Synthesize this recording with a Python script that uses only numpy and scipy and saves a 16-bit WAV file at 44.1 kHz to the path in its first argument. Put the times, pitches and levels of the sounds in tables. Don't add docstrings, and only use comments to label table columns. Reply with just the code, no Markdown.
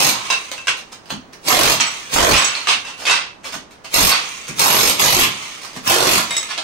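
import sys
import numpy as np
from scipy import signal
from scipy.fft import rfft, irfft, next_fast_len
from scipy.io import wavfile
from scipy.ndimage import uniform_filter1d, map_coordinates

SR = 44100
rng = np.random.default_rng(int(sys.argv[2]) if len(sys.argv) > 2 else 0)


def unload_wav(signal):
    wavfile.write(
        sys.argv[1],
        SR,
        np.round(np.clip(np.atleast_2d(signal).T, -1, 1) * 32767).astype(np.int16),
    )


N = 292383
TIME = np.arange(N) / SR

# first blow t/s, trigger release t/s, force level/dB, hollowness under the tile [0-1],
# air buffet level/dB
TRIGGER_PULLS = [(0.002, 0.099, -4, 0.12, -35), (1.482, 1.732, -4.5, 0.52, -24),
                 (2.139, 2.381, -4.5, 0.85, -12.5), (3.94, 4.095, -10.5, 0, -21.5),
                 (4.594, 4.896, -7, 0.05, -29), (4.995, 5.234, -5.5, 0.19, -19.5),
                 (5.875, 6.184, -5.5, 0.47, -28)]
# f/Hz, level/dB per Hz
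CLATTER_SPECTRUM = [(40, -54), (100, -21.5), (450, -12), (780, -5.5), (1100, 2.5), (1600, -1), (2700, 3.5),
                    (4400, -3.5), (8200, -13.5), (15800, -42)]
# f/Hz, level/dB per Hz
GRIT_SPECTRUM = [(120, -15.5), (600, 1.5), (2500, 1), (5200, -1.5), (8500, -9.5), (15800, -23.5)]


def amp(db):
    return 10 ** (np.asarray(db) / 20)


def unit(x):
    return x / np.sqrt(np.mean(x ** 2) + 1e-20)


def along(points, hz):
    f, v = np.transpose(points)
    return np.interp(np.log(hz + 1), np.log(f + 1), v)


def wobble(rate):
    knots = rng.standard_normal(int(N * rate / SR) + 4)
    return map_coordinates(knots, [TIME * rate])


def filtered(x, response):
    m = next_fast_len(N + SR // 2)
    hz = np.fft.rfftfreq(m, 1 / SR)
    return irfft(rfft(x, m) * response(hz), m)[..., :N]


def through(x, answer):
    return signal.fftconvolve(x, answer)[:len(x)]


def colour(points, size=4096):
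    level_db = along(points, np.fft.rfftfreq(size, 1 / SR))
    cepstrum = irfft(np.log(amp(level_db)))
    cepstrum[1:size // 2] *= 2
    cepstrum[size // 2 + 1:] = 0
    answer = irfft(np.exp(rfft(cepstrum)))
    return answer / np.linalg.norm(answer)


def ring(modes, size=4096, bass_hz=550):
    t = np.arange(size) / SR
    answer = np.zeros(size)
    for hz, width, db in modes:
        decay = np.exp(-np.pi * width * t)
        answer += amp(db) * width * decay * np.sin(2 * np.pi * hz * t)
    high_pass = signal.butter(2, bass_hz, "high", fs=SR, output="sos")
    answer = signal.sosfilt(high_pass, answer)
    return answer / np.linalg.norm(answer)


def contacts(length, rise, spiky_db, size=16384):
    t = np.arange(size) / SR
    swell = (1 - np.exp(-t / max(rise, 1 / SR))) ** 2
    shape = swell * np.exp(-t / max(length, .001))
    force = amp(spiky_db * np.repeat(rng.standard_normal(size // 64), 64))
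    flurry = shape * force * rng.standard_normal(size)
    return flurry * np.linalg.norm(shape) / np.linalg.norm(flurry) / shape.max()


def add(track, s, sound):
    part = track[max(round(s * SR), 0):][:len(sound)]
    part += sound[:len(part)]


def spread(a, b):
    # f/Hz, correlation [0-1]
    likeness = [(60, .2), (140, .55), (290, .7), (640, .12), (1400, 0)]

    def turn(hz):
        return np.arccos(np.clip(along(likeness, hz), -1, 1)) / 2

    mid = filtered(a, lambda hz: np.cos(turn(hz)))
    side = filtered(b, lambda hz: np.sin(turn(hz)))
    return np.array([mid + side, mid - side])


def blow(snap=0.17):
    crush = contacts(.004, rise=.0005, spiky_db=4, size=1024)
    crush /= np.linalg.norm(crush)
    crush[0] += snap
    return crush


def hammer(blow_hz=46.58, run_out_s=0.0057, rattle_db=-8, run_up_s=0.014, free_s=0.038, free_db=7):
    # f/Hz, width/Hz, level/dB
    pressed_modes = [(4340, 450, -16), (5260, 200, -13), (6500, 400, -13), (8460, 110, -13),
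                     (10400, 80, -15), (11490, 130, 0), (12100, 80, -9), (14310, 160, -17)]
    # f/Hz, level/dB per Hz
    crack_spectrum = [(40, -14), (150, 2.5), (700, 4), (1100, 9), (1600, -1), (2400, 6.5), (4400, 3.5),
                      (6600, -1.5), (7400, 1), (9600, -10), (11600, 0), (13000, -23), (15800, -11)]
    # f/Hz, level/dB per Hz
    drum_spectrum = [(40, -22), (110, -1.5), (220, -2), (340, 5.5), (670, 9.5), (1200, 0), (1900, 1.5),
                     (4000, -27.5)]
    free_hz = 8460
    crack, steel, drum = np.zeros((3, N))
    seat_db = 4 * np.array([wobble(10) for _ in pressed_modes])
    for start, stop, force_db, hollow, _ in TRIGGER_PULLS:
        steel_db = force_db - 2 - 15 * hollow
        drum_db = force_db - 14 + 19 * hollow
        run_up = (TIME < start) * np.exp(-abs(TIME - start) / run_up_s)
        crack += amp(force_db + rattle_db) * run_up * rng.standard_normal(N)
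        for s in np.arange(start, stop + .1, 1 / blow_hz):
            force = np.sqrt(SR / blow_hz) * amp(rng.normal(0, 1))
            force *= np.exp(-max(s - stop, 0) / run_out_s)
            free = np.exp(-max(stop - s, 0) / free_s)
            modes = []
            for (hz, width, db), seat in zip(pressed_modes, seat_db[:, round(s * SR)]):
                modes.append((hz, width, db + seat + free_db * free * (hz == free_hz)))
            progress = min((s - start) / (stop - start), 1)
            loose = np.sqrt(abs(np.sin(np.pi * progress ** 0.53)))
            bite = 1 - hollow * (s == start)
            add(crack, s, amp(force_db) * force * bite * blow())
            steel_ring = signal.fftconvolve(blow(), ring(modes, size=1024))
            add(steel, s, amp(steel_db) * force * steel_ring)
            add(drum, s, amp(drum_db) * force * loose * blow())
    return through(crack, colour(crack_spectrum)) + steel + through(drum, colour(drum_spectrum))


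def holder():
    # t/s, level/dB, length/s, f/Hz, width/Hz
    shank_rattle = (5.2, 1.6, 0.014, 2810, 550)
    s, db, length, hz, width = shank_rattle
    track = np.zeros(N)
    chatter = contacts(length, rise=length / 2, spiky_db=12.5)
    add(track, s, amp(db) * through(chatter, ring([(hz, width, 0)], bass_hz=hz / 2)))
    return track


def motor(crank_hz=46.7, whir_db=-24, whine_db=-37, tooth_hz=2750, lead_s=0.024, spin_up_s=0.012, coast_s=0.67):
    # f/Hz, level/dB per Hz
    whir_spectrum = [(60, -30.5), (700, -6.5), (1150, -0.5), (1650, -8), (2200, 2), (2900, 0.5),
                     (5300, -9.5), (6400, -5.5), (8300, -11.5), (15800, -30)]
    speed = np.zeros(N)
    for start, stop, *_ in TRIGGER_PULLS:
        up = 1 - np.exp(-np.maximum(TIME - start + lead_s, 0) / spin_up_s)
        coast = np.exp(-np.maximum(TIME - stop, 0) / coast_s)
        speed = np.maximum(speed, up * coast)
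    crank = 2 * np.pi * np.cumsum(crank_hz * speed) / SR
    whir = through(rng.standard_normal(N), colour(whir_spectrum))
    whir *= 1 + 0.43 * np.sin(crank)
    tooth_rate = tooth_hz * speed * (1 + 0.0099 * wobble(150))
    mesh = 2 * np.pi * np.cumsum(tooth_rate) / SR
    whine = unit(np.sin(mesh) + .7 * np.sin(2 * mesh) + .7 * np.sin(3 * mesh))
    return speed ** 3.02 * (amp(whir_db) * whir + amp(whine_db) * whine)


def shards(level_db=-8.5, landing=1.0, slide_s=0.21, damping=0.81):
    # t/s, level/dB, main mode f/Hz, clatter length/s, ring level/dB
    shard_falls = [(0.302, -5, 2686, 0.003, 7.5), (0.326, -12, 2658, 0.0053, 10.5),
                   (0.579, -25.5, 2670, 0.0047, 9), (0.671, -13, 2760, 0.0088, 7.5),
                   (0.682, -5, 2680, 0.0042, -1), (1.8, 2.5, 3180, 0.0095, -11),
                   (2.316, 8.5, 2670, 0.057, -10), (2.538, -12.5, 2380, 0.027, -1.5),
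                   (2.671, -2.5, 2740, 0.025, -24), (2.849, -25, 2700, 0.034, 2),
                   (3.053, -8, 2530, 0.03, -7), (3.098, 3, 2663, 0.024, -4),
                   (3.444, -20.5, 2320, 0.0038, -7), (3.845, -24, 2410, 0.0071, -8),
                   (4.102, 0, 3040, 0.027, -25), (6.49, -17, 2460, 0.024, -26)]
    # f/Hz, width/Hz, level/dB; the third is its main mode and beats with the fourth
    tile_modes = [(1070, 40, -4.5), (1600, 30, -5.5), (2680, 8, 8.5), (2725, 26, 0), (3800, 18, -4.5),
                  (4950, 22, -4), (5830, 35, -13), (6360, 26, -12), (7680, 50, -16)]
    main_mode_hz = 2680
    clatter, ringing = np.zeros((2, N))
    body = colour(CLATTER_SPECTRUM)
    freest_db = max(row[-1] for row in shard_falls)
    for s, db, hz, length, ring_db in shard_falls:
        chatter = amp(1) * contacts(.0042, rise=0, spiky_db=-1.0)
        add(chatter, .008, contacts(length, rise=length ** 2 / slide_s, spiky_db=0.0))
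        damped = amp(damping * (freest_db - ring_db))
        strike = chatter * np.sqrt(1 - .9 / damped)
        strike[0] += landing * np.linalg.norm(chatter) / np.sqrt(damped)
        modes = []
        for f, width, level in tile_modes:
            modes.append((f * hz / main_mode_hz, width * np.sqrt(damped), level + rng.normal(0, 0.98)))
        add(clatter, s, amp(db + level_db + 3.5) * through(chatter, body))
        add(ringing, s, amp(db + level_db + ring_db) * through(strike, ring(modes, size=12288)))
    return clatter, ringing


def clinks(level_db=18, focus_db=7, focus_octaves=0.26, scrape=0.0068, side_scrape=.04):
    # t/s, level/dB, brightest mode f/Hz, place [on the tip 0 to on the flank 1]
    knocks = [(1.8063, -2.5, 6260, 0), (1.8694, -13.5, 7920, 0.14), (2.3794, 6.5, 7920, 0.11),
              (2.4238, 0, 7910, 0.76), (2.4458, 7, 6430, 0.27), (6.3075, -5.5, 3800, 0.8),
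              (6.324, -15, 3740, 0.78), (6.3665, -7.5, 7500, 0.61), (6.379, -10.5, 2150, 0.34),
              (6.4288, -15.5, 3740, 0.64)]
    # f/Hz, width/Hz, struck on the tip level/dB, on the flank level/dB
    loose_modes = [(2121, 28, -18, 4), (3740, 13, -9, 5), (5380, 70, -18, -8), (5640, 26, 1, -32),
                   (6600, 40, -2, -22), (7890, 34, -1, -2), (9870, 45, -22, -14)]
    track = np.zeros(N)
    for s, db, bright_hz, sideways in knocks:
        touch = contacts(.007, rise=.0005, spiky_db=5, size=8192)
        modes = []
        for hz, width, tip, flank in loose_modes:
            away = min(abs(np.log2(hz / bright_hz)) / focus_octaves, 1)
            focus_cut_db = focus_db * (1 - .5 * sideways) * away
            modes.append((hz, width, tip + sideways * (flank - tip) - focus_cut_db))
        steel = ring(modes, size=8192)
        scraping = (scrape + side_scrape * sideways) * through(touch, colour(GRIT_SPECTRUM))
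        add(track, s, amp(db + level_db) * (steel + scraping))
    return track


def chips(level_db=20, width_hz=70):
    # t/s, level/dB, f/Hz
    pings = [(0.924, -33, 5170), (2.552, -5.5, 4290), (4.12, 0, 4500)]
    track = np.zeros(N)
    for s, db, hz in pings:
        add(track, s, amp(db + level_db) * ring([(hz, width_hz, 0)]))
    return track


def slabs(level_db=-6.5, clatter_db=2):
    # t/s, level/dB, lowest mode f/Hz, contact length/s
    rockings = [(0.127, -16.5, 1097, 0.06), (0.244, -23, 1100, 0.02), (6.574, -14.5, 1137, 0.013)]
    # ratio to its lowest mode, width/Hz, level/dB
    slab_modes = [(1, 55, 0), (1.17, 90, -8), (1.53, 80, -10)]
    track = np.zeros(N)
    for s, db, hz, length in rockings:
        rocking = contacts(length, rise=.002, spiky_db=5)
        modes = ring([(ratio * hz, width, level) for ratio, width, level in slab_modes])
        knock = through(rocking, modes)
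        clatter = amp(clatter_db) * through(rocking, colour(CLATTER_SPECTRUM))
        add(track, s, amp(db + level_db) * (knock + clatter))
    return track


def rubble(grit_db=-10, step_db=-1, scuff_swell_s=0.016, scuff_stop_s=.015, thud_s=0.012):
    # t/s, level/dB, length/s
    crumbs = [(0.242, -21, 0.013), (0.513, -15.5, 0.014), (0.767, -21.5, 0.014), (0.916, -24, 0.014),
              (1.327, -25.5, 0.0082), (2.982, -21, 0.051), (3.438, -20, 0.029), (3.5255, -15, 0.013),
              (3.705, -33, 0.016), (3.841, -26, 0.015), (5.618, -20, 0.019), (6.284, -19, 0.014)]
    # t/s, thud level/dB, scuff level/dB
    footfalls = [(1.114, -20, -24), (3.547, -31, -29.5), (4.488, -24.5, -25), (5.765, -30, -28.5)]
    # f/Hz, level/dB per Hz
    sole_spectrum = [(40, -24), (95, -1), (150, 4), (250, 7.5), (420, -10), (1000, -57)]
    grit, soles = np.zeros((2, N))
    for s, db, length in crumbs:
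        flurry = contacts(length, rise=.6 * length, spiky_db=6)
        add(grit, s - length / 3, amp(db + grit_db) * flurry)
    for s, db, scuff_db in footfalls:
        scuff = contacts(scuff_swell_s, rise=scuff_stop_s / 2, spiky_db=10)[::-1]
        add(grit, s + scuff_stop_s - len(scuff) / SR, amp(scuff_db) * scuff)
        add(soles, s, amp(db + step_db) * contacts(thud_s, rise=0.00081, spiky_db=9))
    return through(grit, colour(GRIT_SPECTRUM)) + through(soles, colour(sole_spectrum))


def buffet(corner_hz=62, lumpy_db=3):
    flow = np.zeros(N)
    for start, stop, *_, db in TRIGGER_PULLS:
        puff_times = [start, (start + stop) / 2, stop, stop + 0.018]
        flow += amp(db) * np.interp(TIME, puff_times, [0, 1, 1, 0])
    noise = spread(*rng.standard_normal((2, N)))
    air = filtered(noise, lambda hz: hz / (hz + 45) / (1 + (hz / corner_hz) ** 2))
    return flow * unit(unit(air) * amp(lumpy_db * wobble(25)))


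def echoes(x, size=2048):
    # f/Hz, time to fall 60 dB t/s
    wall_decay = [(100, 0.42), (500, 0.29), (1500, 0.29), (4000, 0.3), (9000, 0.21), (15000, 0.15)]
    padded = np.pad(x, (size, 2 * size))
    pieces = np.lib.stride_tricks.sliding_window_view(padded, 2 * size)[::size]
    pieces = pieces * signal.windows.cosine(2 * size)
    noise = rng.standard_normal((len(pieces), SR // 2))
    hz, t, z = signal.stft(noise, SR, nperseg=256)
    decay = amp(-60 * t / along(wall_decay, hz)[:, None])
    tails = signal.istft(z * decay, SR, nperseg=256)[1]
    tails /= np.linalg.norm(tails, axis=1, keepdims=True)
    track = np.zeros(N + size)
    for k, answer in enumerate(signal.fftconvolve(pieces, tails, axes=1)):
        add(track, k * size / SR, answer)
    return track[size:]


def bathroom(tool, debris, direct_db=-7, wet_db=-1, lag_s=.00047):
    late_tool = np.interp(TIME - round(lag_s * SR) / SR, TIME, tool)
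    direct = debris + np.array([tool, late_tool])
    wet = spread(echoes(tool + debris), echoes(tool + debris))
    return amp(direct_db) * direct + amp(wet_db) * wet


def background():
    # f/Hz, level/dB
    quiet_spectrum = [(25, 4), (280, 9), (1100, 4.5), (7000, -17), (15000, -40)]
    noise = spread(*rng.standard_normal((2, N)))
    return unit(filtered(noise, lambda hz: amp(along(quiet_spectrum, hz))))


def scene(quiet_db=-46, ring_straight_db=-9.5, ring_room_db=-2.5):
    clatter, shard_rings = shards()
    ringing = shard_rings + clinks() + chips()
    debris = clatter + slabs() + rubble() + amp(ring_room_db) * ringing
    tool = hammer() + holder() + motor()
    work = bathroom(tool, debris) + amp(ring_straight_db) * ringing
    return work + buffet() + amp(quiet_db) * background()


def record(dry, ceiling_db=-10.5, release_db_per_s=55, window_s=0.0039, top_hz=15750):
    # f/Hz, left minus right level/dB
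    port_difference = [(250, 0), (520, -2.5), (1200, -6), (1900, 0.5), (2700, -1), (4200, -5.5),
                       (6600, -14.5), (8300, 15.5), (11000, 7), (12300, -4.5), (14000, -17)]
    x = filtered(dry, lambda hz: amp(np.outer([.5, -.5], along(port_difference, hz))))
    power = abs(uniform_filter1d(np.mean(x ** 2, axis=0), max(int(window_s * SR), 1)))
    over_db = np.maximum(10 * np.log10(power + 1e-12) - ceiling_db, 0)
    recovery_db = release_db_per_s * TIME
    cut_db = np.maximum.accumulate(over_db + recovery_db) - recovery_db
    return filtered(np.clip(x * amp(-cut_db), -1, 1), lambda hz: hz < top_hz)


dry = scene()
out = record(dry)
unload_wav(out)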